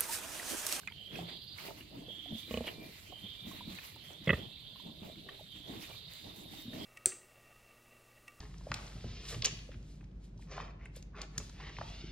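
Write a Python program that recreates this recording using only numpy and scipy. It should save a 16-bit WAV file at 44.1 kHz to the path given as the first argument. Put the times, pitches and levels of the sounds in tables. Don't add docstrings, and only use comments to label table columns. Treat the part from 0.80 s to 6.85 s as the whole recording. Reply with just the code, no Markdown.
import sys
import numpy as np
from scipy import signal
from scipy.io import wavfile

SR = 44100
rng = np.random.default_rng(int(sys.argv[2]) if len(sys.argv) > 2 else 0)


def to_wav(sig):
    pcm = np.clip(np.atleast_2d(sig), -1, 1) * 32767
    pcm = np.round(pcm).astype(np.int16)
    wavfile.write(sys.argv[1], SR, pcm.T)


def to_linear_factor(level_db):
    exponent = np.asarray(level_db, float) / 20
    return 10 ** exponent


N = 266805


def growl():
    # resonance in Hz, width in Hz, level in dB, slide in Hz per s
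    throat_modes = [(78.4, 34, -1.5, 0), (234, 20.6, 3, -3), (489, 57, 6.5, 2), (600, 33, -4, 200),
                    (840, 96, -13, 0), (1100, 46, -4.5, 0), (2500, 81, 1.5, 0), (2930, 72, 3, 0),
                    (3100, 100, -14, 0)]
    start_s, gap_s, slowing_s = 1.6806, 0.0290, 0.0007
    top_db, crest_slap, edge_db = -24, 2.62, 0.55
    open_db, closed_db = -2, -20
    count = 6
    slaps = []
    for k in range(count):
        s = start_s + gap_s * k + slowing_s * k * k
        db = top_db - edge_db * (k - crest_slap) ** 4
        slaps.append((s, db, open_db if k < count - 2 else closed_db))
    voice = throat(slaps, throat_modes, breath=0.06, puff_s=0.0015, left_db=-5, sharp_hz=4000)
    return nose(voice, 1600, 820)


def snort():
    # start in seconds, level in dB, brightness in dB, whistle in dB
    flutter = [(3.473, -15, -4, 4), (3.4792, -16, -7.5, 16), (3.4854, -34, 2, 4), (3.492, -18.5, 12.5, -22),
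               (3.4982, -13.5, -1.5, -5), (3.5038, -14.5, 8, 3.5), (3.5066, -19.5, -25, -2),
               (3.527, -22.5, -23, -2), (3.5315, -16.5, -3, 7), (3.538, -31, 10, -13), (3.546, -33, -24, 5),
               (3.553, -40, 2, 0), (3.568, -52, 0, -2), (3.581, -36, -16, -2), (3.591, -31.5, -10, -2),
               (3.612, -54, -17, -2)]
    # resonance in Hz, width in Hz, level in dB, slide in Hz per s
    throat_modes = [(170, 250, 7, 0), (270, 92, -12, 0), (442, 83, -2.5, 0), (549, 90, 0.5, -300),
                    (970, 70, -23, 300), (1220, 83, -19, 500), (1370, 83, -14.5, 0), (1810, 200, -14, 0),
                    (2060, 136, 0.5, -2800), (2625, 92, -8, -900), (2900, 160, -10, 0), (3280, 220, -11, 0),
                    (3800, 170, -34, 0)]
    voice = throat(flutter, throat_modes, breath=0.15, puff_s=0.0015, left_db=-4.5, sharp_hz=0)
    return nose(nose(voice, 734, 300), 2380, 200)


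def throat(slaps, modes, breath, puff_s, left_db, sharp_hz):
    out, t = np.zeros((2, N)), np.arange(4000) / SR
    first_s = slaps[0][0]
    for s, db, *lift_db in slaps:
        puff = rng.standard_normal(4000) * breath * np.exp(-t / puff_s)
        i = round(s * SR)
        for hz, wide, mode_db, slide in modes:
            gain_db = db + mode_db - 11.5 + lift_db[0] * (hz > 900) + sum(lift_db[1:]) * (hz > 3000)
            push = puff * min(hz / 1000, 1) - (t == 0)
            side_db = left_db * min(hz / 600, 1)
            slid_hz = (hz + slide * (s - first_s)) * (1 + 0.006 * rng.standard_normal())
            resonance = sharp if hz < sharp_hz else steep
            out[:, i:i + 4000] += pan(to_linear_factor(gain_db) * resonance(push, slid_hz, wide), side_db)
    return out


def nose(x, trap_hz, width_hz):
    x = signal.lfilter(*signal.iirnotch(trap_hz, trap_hz / width_hz, fs=SR), x)
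    return signal.sosfilt(signal.butter(6, 52, "high", fs=SR, output="sos"), x)


def mutter():
    # start in seconds, number of pulses, gap in
    # seconds, peak in dB, throat pitch in Hz
    grunts = [(0.386, 4, 0.029, -40, 170), (1.156, 2, 0.017, -42.5, 270), (1.475, 1, .02, -46, 284),
              (1.51, 3, .0225, -36, 228), (2.442, 1, .02, -40, 198), (2.675, 1, .02, -39.5, 226),
              (2.906, 2, .028, -46, 188), (3.534, 2, 0.012, -37, 67.4), (4.065, 2, 0.024, -43.5, 224),
              (4.224, 1, .02, -36, 200), (5.858, 2, 0.026, -38, 239), (5.937, 3, 0.031, -41.5, 242)]
    swell_s, pulse_loss_db = 0.0071, 6
    t, out = np.arange(N) / SR, np.zeros(N)
    for start, pulses, gap, peak_db, hz in grunts:
        for k in range(round(pulses)):
            s = start + gap * k
            db = peak_db - pulse_loss_db * abs(k - 1)
            span = slice(round((s - 0.01) * SR), round((s + 0.12) * SR))
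            since = t[span] - s
            u = np.maximum(since + swell_s, 0) / swell_s
            tone = np.sin(2 * np.pi * hz * since)
            chest = 0.38 * np.sin(2 * np.pi * 0.48 * hz * since)
            out[span] += to_linear_factor(db) * u * np.exp(1 - u) * (tone + chest)
    return pan(out, -0.33)


def snaps():
    # start in seconds, peak in dB, ring in Hz, neighbour modes in dB
    smacks = [(.112, -54.5, 935, -14), (.389, -36, 736, -25), (.884, -47.5, 660, 4.5),
              (.905, -45.5, 880, -1), (1.283, -44.5, 500, -13), (1.3, -49, 613, -3),
              (1.459, -47.5, 720, -18), (1.843, -41.5, 600, -8), (1.871, -41, 580, 1),
              (2.323, -44, 734, -3.5), (3.531, -30.5, 1224, -16.5), (2.713, -46.5, 1080, -12),
              (2.807, -42.5, 973, -16), (3.16, -52.5, 900, -2.5), (3.305, -56, 870, 0),
              (3.957, -53, 1050, -8), (3.998, -52, 980, -20), (4.297, -47, 640, -26),
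              (4.489, -47.5, 1150, -10), (4.595, -50, 840, -23), (4.609, -46.5, 620, -19),
              (4.935, -55.5, 1090, 1), (5.098, -50, 650, 2), (5.108, -54, 1150, -2), (5.735, -50, 780, -15)]
    # start in seconds,
    # peak in dB, ring in Hz, left against right in dB
    twigs = [(0.033, -53, 1560, -18), (.074, -30.5, 2460, -9.5), (0.075, -47.5, 1600, -26),
             (0.082, -35, 2090, 4), (0.1, -46, 2250, -6), (0.121, -48.5, 2300, -5),
             (0.121, -44.5, 3200, -16), (0.355, -36, 2570, -9), (0.784, -44, 2230, -19),
             (1.008, -42, 2820, -5), (1.842, -44, 3000, -10), (1.868, -36, 2870, -1),
             (1.878, -37, 1950, -3), (1.874, -36, 3260, -3), (1.878, -36, 3180, -3),
             (1.878, -35.5, 2295, 7), (1.885, -32, 2870, -1.5), (1.893, -45, 2930, -3),
             (1.9, -43, 3100, -3), (2.986, -40.5, 2520, 11), (2.988, -46, 1770, -12),
             (3.959, -52, 2900, 10), (4.356, -54, 2220, -4), (4.488, -39, 1825, 7),
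             (4.492, -40.5, 3160, -5), (5.107, -45, 2920, -7), (5.932, -50, 1810, -17)]
    # start in
    # seconds, peak in dB, ring in Hz
    ticks = [(0.0746, -42, 7000), (0.3596, -44, 5670), (3.333, -48, 5750), (3.4446, -49, 5460),
             (3.461, -47, 5200), (3.5894, -53, 5800), (5.336, -45, 8130), (5.8217, -46, 7830)]
    # (s, peak dB, ring Hz, 60 dB decay s, left-right dB, neighbours dB)
    cracks = [(s, db, hz, 0.035, -5, near_db) for s, db, hz, near_db in smacks]
    cracks += [(s, db, hz, 0.029, left_db, -12) for s, db, hz, left_db in twigs]
    cracks += [(s, db, hz, 0.005, -13.5, -9) for s, db, hz in ticks]
    out = np.zeros((2, N))
    for s, db, hz, t60, left_db, near_db in cracks:
        crack = np.exp(-np.arange(4000) / 12) * rng.standard_normal(4000)
        wide = np.log(1000) / np.pi / t60
        near = 0.44 * crack
        for ratio, widening in ((0.633, 1.1), (0.828, 1.06), (1.41, 2.0)):
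            near = near + steep(crack, ratio * hz, wide * widening)
        onset = steep(crack, hz, wide * 3)
        ring_on = to_linear_factor(-5 * (hz > 1300)) * steep(crack, hz, wide)
        snap = to_linear_factor(db - 5.0) * (onset + ring_on + to_linear_factor(near_db) * near)
        i = round(s * SR)
        out[:, i:i + 4000] += pan(snap, left_db)[:, :N - i]
    return out


def echoes(x):
    # delay in seconds, level in dB
    returns = [(.011, -17.5), (.023, -24), (.041, -24), (.067, -55)]
    dull, out = signal.lfilter([0.3], [1, -0.7], x), np.zeros_like(x)
    for k, (s, db) in enumerate(returns):
        lag = round(s * SR)
        out[:, lag:] += to_linear_factor(db) * dull[::(-1) ** k, :-lag]
    return out


def litter():
    # start in seconds, hold in seconds, thud in dB, scuff against thud in dB
    rooting = [(0.345, 0.082, -50, -1.5), (.5, 0.025, -60, 5), (0.86, 0.041, -62.5, 12.5),
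               (0.972, 0.074, -58.5, -32), (1.147, 0.075, -51.5, -5.5), (1.28, 0.1, -62.5, -1),
               (1.518, 0.0054, -45, -11), (1.693, 0.037, -54.5, -21), (1.88, 0.0088, -53, 4.5),
               (1.988, 0.073, -52, -1.5), (2.303, .01, -56.5, -2), (2.44, 0.012, -60.5, 3),
               (2.66, 0.1, -51, -11.5), (2.881, 0.032, -49.5, -10.5), (3.31, 0.035, -62.5, 2),
               (3.413, 0.01, -57, -29), (3.555, 0.1, -50.5, -5), (4.068, 0.0098, -48.5, -8.5),
               (4.235, 0.039, -49.5, -6), (4.37, 0.019, -58, -16), (4.462, 0.079, -73, 14),
               (4.762, 0.013, -57.5, -24), (4.896, 0.097, -51.5, -3.5), (5.1, 0.023, -74.5, 12.5),
               (5.46, 0.015, -51.5, -2), (5.555, 0.11, -56, -4.5), (5.717, 0.054, -54, -10.5),
               (5.939, 0.088, -48, -4)]
    # start in seconds, hold in seconds, hiss in dB, crunch against hiss in dB
    brushing = [(0.0, .005, -61, -1), (0.343, 0.059, -59, 5), (0.49, 0.015, -64.5, 11.5),
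                (0.794, 0.014, -55.5, 5.5), (0.86, 0.014, -51.5, 2), (0.976, 0.014, -58.5, 0.5),
                (1.142, 0.051, -67.5, 5), (1.277, 0.36, -69.5, 3), (1.586, 0.012, -54.5, -6),
                (1.715, 0.06, -56.5, 3), (1.871, 0.011, -52.5, 3), (2.03, 0.25, -60.5, -1),
                (2.375, 0.23, -67.5, 4.5), (2.681, 0.093, -57, 2.5), (2.901, 0.098, -58, 1.5),
                (3.048, .005, -53, 2), (3.248, 0.048, -61, 1.5), (3.463, 0.11, -61.5, 8),
                (3.537, 0.028, -66, 10), (3.973, 0.0045, -70, 3), (4.24, 0.03, -63, 4.5),
                (4.523, .005, -69.5, 11.5), (4.6, .01, -65.5, 0), (4.765, .005, -63.5, 4),
                (4.888, 0.074, -59.5, 4), (5.027, .005, -51.5, -1.5), (5.097, 0.075, -61.5, 2),
                (5.31, 0.2, -61, -1), (5.578, 0.031, -59, -5), (5.727, 0.074, -56, -3),
                (5.942, 0.13, -57.5, 2)]
    # resonance in Hz, width in Hz, level in dB
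    thud_modes = [(70, 54, -36), (125.6, 31, -15.5), (200, 65, -3), (304, 64, -4)]
    scuff_modes = [(415, 126, 1.5), (639, 173, 2.5), (908, 290, -2)]
    crunch_modes = [(1150, 530, -4.5), (2086, 436, -2.5), (2885, 760, 0), (3600, 680, -14)]
    # frequency in Hz, density in dB per Hz
    leaf_spectrum = [(2650, -30), (4500, 2.5), (6010, -5), (7750, -2.5), (9530, -10.5), (10700, -10),
                     (12300, 3), (15500, -3.5)]
    push, brush = (294, 204), (330, 157)
    thud = bursts([(s, hold, db) for s, hold, db, _ in rooting], *push, rest_db=-72)
    scuff = bursts([(s, hold, db + rel) for s, hold, db, rel in rooting], *push, rest_db=-69.5)
    hiss = bursts([(s, hold, db) for s, hold, db, _ in brushing], *brush, rest_db=-72)
    crunch = bursts([(s, hold, db + rel) for s, hold, db, rel in brushing], *brush, rest_db=-76)
    out = hiss * bands(grains(6200, 1.8, (2, 2, N)), leaf_spectrum, 4120, count=6, patchy_db=2.2)
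    layers = ((thud_modes, thud, 120), (scuff_modes, scuff, 250), (crunch_modes, crunch, 700))
    for modes, gain, per_s in layers:
        body = 0
        for hz, wide, db in modes:
            struck = ring_twice(grains(per_s, 1.8, (2, N)), hz, wide * 1.45)
            body = body + to_linear_factor(db + 2.4 * drift(7)) * spread(*rms_one(struck), hz)
        out += gain * rms_one(body)
    return out


def grains(per_s, size_db, shape):
    sizes = to_linear_factor(size_db * np.minimum(rng.exponential(1, shape), 4)) * rng.choice([-1, 1], shape)
    return sizes * (rng.random(shape) < per_s / SR)


def crackles():
    # start in seconds, peak in dB
    cracks = [(0.6629, -68), (0.7183, -65), (0.7776, -44), (1.8687, -55), (2.7127, -44), (2.9487, -44),
              (3.0395, -48), (3.1567, -50), (3.5329, -57), (3.7993, -61), (4.0023, -56), (4.0208, -55),
              (4.4882, -54), (4.7187, -54), (5.0928, -49), (5.5613, -45.5), (5.9334, -51)]
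    decay_s, trim_db, low_hz = 0.0097, -11, 4500
    gain, t = np.zeros(N + 4000), np.arange(4000) / SR
    for s, db in cracks:
        gain[round(s * SR):][:4000] += to_linear_factor(db + trim_db) * np.exp(-t / decay_s)
    high_pass = signal.butter(3, low_hz, "high", fs=SR, output="sos")
    bright = signal.sosfilt(high_pass, rng.standard_normal((2, N)))
    return pan(bright * gain[:N], -14.0)


def cicada(buckle_per_s=267, buzz=0.04):
    gate = 1 + buzz * np.cos(2 * np.pi * buckle_per_s * np.arange(N) / SR + 2.2 * drift(14.7))
    pitches = np.linspace(2700, 4850, 16)
    rib_width_hz = 90
    song = 0
    for gain, hz in zip(phrases(pitches), pitches):
        rib = rms_one(ring_twice(rng.standard_normal(N), hz, rib_width_hz))
        song = song + gain * to_linear_factor(1.4 * drift(17.0)) * rib
    song *= gate * to_linear_factor(1.1 * drift(12))
    late = np.roll(song, round(0.002497 * SR))
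    return np.array([to_linear_factor(-9.0) * (0.57 * song + 1.05 * late), to_linear_factor(1.0) * song])


def phrases(pitches):
    # start in seconds, length in seconds, level in dB, first pitch in Hz, last pitch in Hz
    sweeps = [(0.185, 0.43, -48.5, 3090, 3600), (0.503, 0.23, -50.5, 4170, 4300),
              (0.69, 0.17, -49, 4220, 4200), (1.3, 0.14, -46, 3300, 3330), (1.4, 0.29, -45.5, 3280, 3680),
              (1.77, 0.26, -56, 3800, 3820), (2.328, 0.12, -49, 3100, 3260),
              (2.456, 0.53, -48.5, 3380, 3900), (3.254, 0.32, -52, 3250, 3820),
              (3.61, 0.15, -50, 3300, 3500), (3.733, 0.24, -52.5, 3670, 4000),
              (3.844, 0.39, -52.5, 3360, 3600), (4.327, 23, -57, 3660, 3600),
              (4.704, 0.43, -51.5, 3280, 3700), (5.146, 0.28, -51.5, 3800, 4200),
              (6.007, 0.45, -49.5, 3270, 3480)]
    spread_hz, spread_per_hz, narrow_hz = 140, 0.55, 3170
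    climb_power, sag_db, rise_db_s, fall_db_s = 1.2, 5, 228, 95
    t, power = np.arange(0, N + 128, 128) / SR, 0
    for s, length, db, first_hz, last_hz in sweeps:
        done = np.clip((t - s) / length, 0, 1)
        centre = first_hz + (last_hz - first_hz) * done ** climb_power
        width = spread_hz + spread_per_hz * np.maximum(centre - narrow_hz, 0)
        share = np.exp(-((pitches[:, None] - centre) / width) ** 2)
        level_db = db - sag_db * done + shape_db(t, s, length, rise_db_s, fall_db_s)
        power = power + to_linear_factor(level_db) ** 2 * share / share.sum(axis=0)
    return [np.interp(np.arange(N) / SR, t, row) for row in np.sqrt(power)]


def drone():
    # start in seconds, hold in seconds, level in dB
    streaks = [
        (2.77, 0.089, -59),
        (4.3, 0.5, -68),
        (4.85, .45, -64.5),
        (5.42, 0.16, -61),
        (5.7, 0.22, -59.5),
    ]
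    hz = 3870 - 30.07 * np.arange(N) / SR + 25 * drift(8.9)
    note = np.sin(2 * np.pi * np.cumsum(hz) / SR) * to_linear_factor(4 * drift(25))
    return pan(rms_one(note) * bursts(streaks, 100, 140, -110), 2.3)


def cricket():
    # start in seconds, hold in
    # seconds, level in dB
    chirps = [
        (1.61, 0.062, -66.5),
        (1.82, 0.03, -68),
        (1.98, 0.077, -61.5),
        (2.15, 0.73, -72),
        (3.1, 0.054, -64.5),
              (4.21, 0.11, -74),
        (4.998, 0.17, -67),
    ]
    whistle = rms_one(ring_twice(rng.standard_normal(N), 2375, 60)) * to_linear_factor(2.5 * drift(30))
    return pan(whistle * bursts(chirps, 300, 270, -110), 1.8)


def chorus():
    out = 0
    for hz in np.linspace(2691, 4772, 15):
        mid, side = ring_twice(rng.standard_normal((2, N)), hz, 65)
        out = out + to_linear_factor(3 * drift(6)) * np.array([rms_one(mid), rms_one(side)])
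    return to_linear_factor(-64) * rms_one(spread(*out, 3560))


def grove():
    # frequency in Hz, density in dB per Hz
    air_spectrum = [(15, -38), (25, -3), (126, 4), (495, -20.5), (703, -29), (1340, -22.5), (3170, -12),
                    (3930, -10), (4750, -39), (5140, -31), (6210, -39.5), (8130, -26), (9050, -34),
                    (13500, -25.5), (15500, -40)]
    noise = rng.standard_normal((2, 2, N))
    return to_linear_factor(-57.0) * bands(noise, air_spectrum, 34.0, count=27, patchy_db=3.5)


def bands(source, spectrum, low_hz, count, patchy_db):
    out, edges = 0, np.minimum(low_hz * 2 ** (np.arange(count + 1) / 3), 17000)
    for k, (low, high) in enumerate(zip(edges, edges[1:])):
        band_pass = signal.butter(2, [low, high], "band", fs=SR, output="sos")
        mid, side = signal.sosfilt(band_pass, source[k % 2])
        hz = np.sqrt(low * high)
        out = out + to_linear_factor(at_hz(spectrum, hz) + patchy_db * drift(13.8)) * spread(mid, side, hz)
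    return rms_one(out)


def spread(mid, side, hz):
    # frequency in Hz, likeness of left and right from -1 to 1
    likeness = [(60, 0.67), (240, 0.9), (500, 0.28), (1000, -0.38), (3800, 0.42), (7500, -0.83),
                (15000, -0.32)]
    # frequency in Hz, left against right in dB
    balance = [(60, -0.5), (240, 0.5), (500, -4), (1900, 1), (3800, -7.5), (7500, -8.5), (15000, -3.5)]
    alike = np.clip(at_hz(likeness, hz), -0.95, 0.95)
    both = np.sqrt(1 + alike) * mid + np.sqrt(1 - alike) * side * [[1], [-1]]
    return pan(1, at_hz(balance, hz)) * both


def pan(x, left_db):
    return x * to_linear_factor(np.array([[left_db / 2], [-left_db / 2]]))


def ring(x, hz, width_hz):
    r, w = np.exp(-np.pi * width_hz / SR), 2 * np.pi * hz / SR
    return signal.lfilter([0, np.sin(w)], [1, -2 * r * np.cos(w), r * r], x + 1e-18)


def ring_twice(x, hz, width_hz):
    return ring(ring(x, hz, width_hz), hz, width_hz)


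def steep(x, hz, width_hz):
    y = ring_twice(x, hz, 1.55 * width_hz)
    return y / abs(y).max()


def sharp(x, hz, width_hz):
    y = ring(x, hz, width_hz)
    return y / abs(y).max()


def shape_db(t, s, hold, rise_db_s, fall_db_s):
    return -rise_db_s * np.maximum(s - t, 0) - fall_db_s * np.maximum(t - s - hold, 0)


def bursts(rows, rise_db_s, fall_db_s, rest_db):
    t = np.arange(0, N + 64, 64) / SR
    power = to_linear_factor(rest_db) ** 2
    for s, hold, db in rows:
        power = power + to_linear_factor(db + shape_db(t, s, hold, rise_db_s, fall_db_s)) ** 2
    return np.interp(np.arange(N) / SR, t, np.sqrt(power))


def drift(rate):
    r = np.exp(-80 * np.pi * rate / SR)
    slow = signal.lfilter([1], [1, -2 * r, r * r], rng.standard_normal(N // 40 + 2002))[2000:]
    return np.interp(np.arange(N) / 40, np.arange(len(slow)), rms_one(slow))


def at_hz(points, hz):
    point_hz, value = np.transpose(points)
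    return np.interp(np.log(hz), np.log(point_hz), value)


def rms_one(x):
    return x / np.sqrt(np.mean(x ** 2) + 1e-20)


def scene():
    pigs = growl() + snort() + mutter() + snaps()
    ground = litter() + crackles()
    insects = cicada() + drone() + cricket() + chorus()
    return pigs + echoes(pigs) + ground + insects + grove()


def band_limit(x):
    return signal.sosfilt(signal.butter(12, 15400, fs=SR, output="sos"), x)


def record(dry):
    mix = np.array([np.roll(dry[0], 1), dry[1]])
    return band_limit(mix)


dry = scene()
out = record(dry)
to_wav(out)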